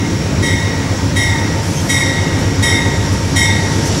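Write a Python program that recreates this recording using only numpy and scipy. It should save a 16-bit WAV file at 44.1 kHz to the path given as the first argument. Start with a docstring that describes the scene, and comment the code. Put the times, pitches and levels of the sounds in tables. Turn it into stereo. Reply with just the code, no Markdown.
"""A diesel locomotive rolls towards a platform, its bell already ringing over the throb of the engine,
the rumble of wheels and the hiss of rails. An air-driven clapper strikes evenly: each note arrives
raised in pitch by the approach, then trees and station throw it back later and lower.
From 1.4 s come a few faint puffs of air; a thin whine fades, and at 1.8 s a wheel squeaks.
Towards the end the rails hiss louder and the bell sinks slightly in pitch as the track angles past."""
import sys
import numpy as np
from scipy import signal
from scipy.fft import rfft, irfft
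from scipy.io import wavfile
from scipy.ndimage import uniform_filter1d

SR = 44100
rng = np.random.default_rng(int(sys.argv[2]) if len(sys.argv) > 2 else 0)


def wav_out(sig):
    """Save sig, one row per channel (or a flat mono array), as 16-bit PCM at SR to the path in sys.argv[1]."""
    wavfile.write(sys.argv[1], SR, np.round(np.clip(np.atleast_2d(sig).T, -1, 1) * 32767).astype(np.int16))


N = 176400
T = np.arange(N) / SR
HZ = np.fft.rfftfreq(N, 1 / SR)


def amp(db):
    """Amplitude ratio of a level in decibels."""
    return 10 ** (np.asarray(db) / 20)


def unit(x):
    """Normalisation to an rms of one."""
    return x / np.sqrt(np.mean(abs(x) ** 2) + 1e-20)


def over_hz(points):
    """Interpolation on a log-frequency axis."""
    f, value = np.transpose(points)
    return np.interp(np.log(HZ + 1), np.log(f + 1), value)


def over_time(points):
    """Linear interpolation at every sample."""
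    return np.interp(T, *np.transpose(points))


def noise(gain):
    """Spectral shaping: white noise filtered by a gain at each frequency, at unit rms."""
    return unit(irfft(rfft(rng.standard_normal(N)) * gain, N))


def resonances(bands):
    """Resonance: noise confined to narrow peaks."""
    return sum(amp(db) * noise(1 / (1 + ((HZ - hz) / width) ** 2)) for hz, width, db in bands)


def drift(rate_hz):
    """Random modulation: low-passed complex noise wanders in amplitude and phase."""
    t = np.arange(0, N / SR + 1, 1 / 500)
    white = rng.standard_normal(len(t)) + 1j * rng.standard_normal(len(t))
    rolloff = 1 + (np.fft.fftfreq(len(t), t[1]) / rate_hz) ** 2
    return np.interp(T, t, unit(np.fft.ifft(np.fft.fft(white) / rolloff)))


def patchy(x, depth_db):
    """Selective fading: small patches of the spectrum swell and fade."""
    spectra = signal.stft(x, nperseg=1024)[2]
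    field = uniform_filter1d(rng.standard_normal(spectra.shape), size=9, axis=0)
    field = unit(uniform_filter1d(field, size=7, axis=1))
    return unit(signal.istft(spectra * amp(depth_db * field), nperseg=1024)[1][:N])


# clapper blows: t/s, level/dB, bite (extra brightness)/dB, clank level/dB, factor on T60
STRIKES = [(-0.315, -6.5, 4.5, -36, 1.1), (0.422, -3.5, -1, -28, 1.18), (1.157, -1.5, -2.5, -24, 0.92),
           (1.889, -3, 1.5, -19, 1.4), (2.622, -0.5, -2, -20, 1.04), (3.356, -0.5, 0.5, -18, 0.89)]
# bell modes as heard at t = 0: f/Hz, direct level/dB, T60/s, echo level/dB, share of the bite
BELL_MODES = [(925, -28.5, 5.2, -32, 0), (1634, -37.5, 6, -45, 0.1), (1924, -13.5, 1.58, -26, 0.1),
              (2191, -20, 1.07, -18.5, 0.8), (3215, -23, 0.55, -31.5, 0.8), (3788, -18, 1.12, -24.5, 0.5),
              (5494, -32, 0.67, -27, 0.2), (5810, -20, 0.78, -25, 1), (6890, -24.5, .55, -34.5, .4),
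              (8090, -22, 0.7, -28, 0.7), (10580, -26.5, 0.58, -32, 0), (13265, -37, 0.53, -41.5, .4)]
# echoes of sound sent sideways and backwards: frequency ratio to the direct sound, relative level/dB
ECHO_SPECTRUM = [(.925, -40), (.945, -17), (.951, -3), (.959, 0), (.978, -3), (1.0, -4), (1.012, -11),
                 (1.03, -18), (1.07, -40)]
def bell():
    """Damped modes with Doppler shift: each rings as a line, followed by a cloud of lower echoes."""
    attack_s, echo_rise_s, echo_hold_s = 0.012, 0.061, 0.11  # echo times for a T60 of 1 s
    doppler = 1 - .0062 * (T / T[-1]) ** 2  # the pitch falls as the track angles past
    bell_time = np.cumsum(doppler) / SR
    t = T[::32]
    starts, levels_db, bites_db, _, rings = np.transpose(STRIKES)[:, :, None]
    age = np.maximum(t - starts, 0)  # one row per blow
    distance = np.clip(1 - starts / 1.7, 0, 1)
    out = np.zeros(N)
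    for hz, direct_db, t60, echo_db, share in BELL_MODES:
        absorption_db = -5 * distance * hz / 10000  # air takes less treble as the train nears
        force = amp(levels_db + share * bites_db + absorption_db)
        decay_rate = np.log(1000) / (t60 * rings)
        direct = force * np.minimum(age / attack_s, 1) * np.exp(-decay_rate * age)
        reach = t60 ** 0.58  # long-ringing modes come back from further away
        echo_rise = np.sqrt(np.minimum(age / (echo_rise_s * reach), 1))
        echo = force * echo_rise * np.exp(-decay_rate * np.maximum(age - echo_hold_s * reach, 0))
        flutter = unit(1 + 0.11 * np.sqrt(hz / 4000) * drift(rate_hz=14))
        line = (flutter * np.exp(2j * np.pi * hz * bell_time)).real
        ratio = HZ / (hz * doppler.mean())
        cloud = noise(amp(np.interp(ratio, *np.transpose(ECHO_SPECTRUM), left=-np.inf, right=-np.inf)))
        # overlapping blows add in energy
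        out += amp(direct_db) * np.interp(T, t, np.linalg.norm(direct, axis=0)) * line
        out += amp(echo_db) * np.interp(T, t, np.linalg.norm(echo, axis=0)) * cloud
    return out


# spectrum of the clapper's impact: f/Hz, relative level/dB
CLANK_SPECTRUM = [(600, -41), (2000, 2), (5500, -1.5), (8500, 5), (11000, -7), (15500, -20)]
def clank():
    """Impact excitation: the clapper meets the metal with a short, bright, broadband crash."""
    rise_s, t60 = 0.011, 0.25
    envelope = np.zeros(N)
    for start, _, _, db, _ in STRIKES:
        age = np.maximum(T - start, 0)
        envelope += amp(db) * np.minimum(age / rise_s, 1) * np.exp(-np.log(1000) * age / t60)
    return envelope * noise(amp(over_hz(CLANK_SPECTRUM)))


# rate of the engine's working cycle: t/s, f/Hz
CYCLE_RATE = [(0, 7.73), (1.2, 7.73), (2.0, 7.708), (3.0, 7.68), (4, 7.668)]
# exhaust harmonics: multiple of the cycle rate -> level/dB
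EXHAUST_ORDERS = {5: -40, 9: -30, 10: -36, 11: -27, 12: -27.5, 13: -21, 14: -29, 15: -32, 17: -34.5, 18:
                  -31.5, 19: -33.5, 20: -34, 21: -35, 22: -31.5, 23: -37, 26: -38, 27: -35, 29: -40, 30:
                  -41}
# swell of the exhaust: t/s, gain/dB
EXHAUST_SWELL = [(0, -1.5), (.55, 1), (.9, -2.5), (1.3, 2), (1.9, -3), (2.5, 1), (3.1, 2), (4, 0)]
# steady hums of the machinery: f/Hz, half-width/Hz, level/dB
HUMS = [(274.9, 4.4, -29), (451, 2.5, -40), (534, 31, -34.5)]
def engine():
    """Periodic excitation: the exhaust repeats each cycle, giving low harmonics under steady hums."""
    rate = over_time(CYCLE_RATE)
    first_beat_s = 0.02187
    cycles = np.cumsum(rate) / SR - first_beat_s * rate[0]
    exhaust = np.zeros(N)
    for order, db in EXHAUST_ORDERS.items():
        lag = .075 * order ** 2 / 2 + 0.27 * rng.random()  # higher lines come later, smearing the chug
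        waver = unit(1 + .35 * drift(rate_hz=1.5))
        exhaust += amp(db) * np.sqrt(2) * (waver * np.exp(2j * np.pi * (order * cycles - lag))).real
    return exhaust * amp(over_time(EXHAUST_SWELL)) + resonances(HUMS)


# spectra of wheel rumble and rail hiss: f/Hz, relative level/dB
WHEEL_SPECTRUM = [(20, -26), (40, -13), (60, -8.5), (85, -2.5), (125, -2), (170, -0.5), (230, -4.5),
                  (300, -2.5), (420, -9), (650, -14), (1000, -16.5), (1400, -19), (2200, -19.5),
                  (3000, -28.5), (5000, -34), (10000, -49)]
RAIL_SPECTRUM = [(1500, -24), (3000, -6), (4400, -6.5), (5050, -4.5), (5400, -1.5), (5650, 3), (5950, -4),
                 (7000, -7.5), (7500, -6), (8300, -15.5), (10300, -16), (12000, -23.5), (15500, -47)]
# their envelopes: t/s, level/dB
WHEEL_LEVEL = [(0, -20), (.2, -20), (.35, -18), (.55, -20), (.8, -19), (1.15, -20), (1.42, -19), (1.7, -20),
               (2.45, -18), (2.8, -19.5), (3.3, -19.5), (4, -18.5)]
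RAIL_LEVEL = [(0, -30.5), (1.2, -28.5), (2.3, -28.5), (3.5, -27), (3.8, -25), (4, -23.5)]
def rolling():
    """Rolling noise: wheels rumble, and the ringing rails hiss louder as the train nears."""
    rumble = patchy(noise(amp(over_hz(WHEEL_SPECTRUM))), depth_db=1.36)
    hiss = patchy(noise(amp(over_hz(RAIL_SPECTRUM))), depth_db=1.35)
    return rumble * amp(over_time(WHEEL_LEVEL)) + hiss * amp(over_time(RAIL_LEVEL))


# releases of air: t/s, duration/s, level/dB
PUFFS = [(1.437, 0.036, -49), (1.62, 0.39, -34), (2.378, 0.035, -37), (3.115, 0.028, -33.5),
         (3.845, 0.035, -29)]
# their spectrum: f/Hz, relative level/dB
PUFF_SPECTRUM = [(2000, -25), (5000, 4), (7000, 2), (10500, -3), (13000, -8), (16000, -21)]
def air_puffs():
    """Jet noise: escaping air hisses in faint puffs."""
    rise_s, fall_s = .012, 0.013
    envelope = np.zeros(N)
    for start, duration, db in PUFFS:
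        rise = np.clip((T - start) / rise_s, 0, 1)
        envelope += amp(db) * rise * np.exp(-np.maximum(T - start - duration, 0) / fall_s)
    return envelope * noise(amp(over_hz(PUFF_SPECTRUM)))


# resonances of a squeaking wheel: f/Hz, half-width/Hz, level at the crest/dB
SQUEAK_MODES = [(3120, 55, -36), (6330, 110, -29.5)]
def wheel_squeak():
    """Resonance: a wheel sounds faintly and briefly in two narrow bands."""
    crest_s, width_s = 1.785, .035
    return resonances(SQUEAK_MODES) * np.exp(-((T - crest_s) / width_s) ** 2)


# envelope of the whine: t/s, level/dB
WHINE_LEVEL = [(0, -60), (1.45, -58), (1.7, -68), (4, -72)]
def whine(hz=15629):
    """A pure tone, thin and very high, that fades away."""
    return amp(over_time(WHINE_LEVEL)) * np.sqrt(2) * np.sin(2 * np.pi * hz * T)


# balance of the channels: f/Hz, left minus right level/dB
BALANCE = [(25, 5), (60, 1.9), (200, 1.6), (350, 1.6), (600, 0.4), (1000, 1.05), (1500, -1.35), (2000, .5),
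           (2400, 0), (4700, 0), (5600, .3), (9000, 0.6), (12000, 0)]
# stereo width, the level of the left-right difference at each frequency: f/Hz, relative level/dB
STEREO_WIDTH = [(25, -16), (80, -24), (200, -20.5), (500, -23.5), (900, -27.5), (1500, -46), (2000, -27.5),
                (2600, -54), (4600, -59), (5300, -24), (7500, -16.5), (9000, -25), (12000, -44)]
def scene():
    """Mid-side stereo: the train is almost dead ahead; a weak left-right difference gives width."""
    ringing, motor = bell() + clank(), engine()
    mid = rfft(ringing + motor + air_puffs() + wheel_squeak() + whine() + rolling())
    canopy_delay_s = .023  # reflection off the platform canopy
    reflected = np.pad(ringing + motor, (round(canopy_delay_s * SR), 0))[:N]
    side = rfft(reflected + rolling()) * amp(over_hz(STEREO_WIDTH))
    lean = amp(over_hz(BALANCE) / 2)
    return irfft(np.array([mid * lean + side, mid / lean - side]), N)


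def record(dry):
    """Soft saturation rounds off the highest peaks, then a low-pass filter limits the band."""
    knee, ceiling, cutoff_hz = .75, .97, 15780
    excess = np.maximum(abs(dry) - knee, 0)
    headroom = ceiling - knee
    soft = np.clip(dry, -knee, knee) + np.sign(dry) * headroom * np.tanh(excess / headroom)
    lowpass = signal.firwin(1023, cutoff_hz, window=("kaiser", 9), fs=SR)
    return signal.oaconvolve(soft, lowpass[None], "same")


dry = scene()
out = record(dry)
wav_out(out)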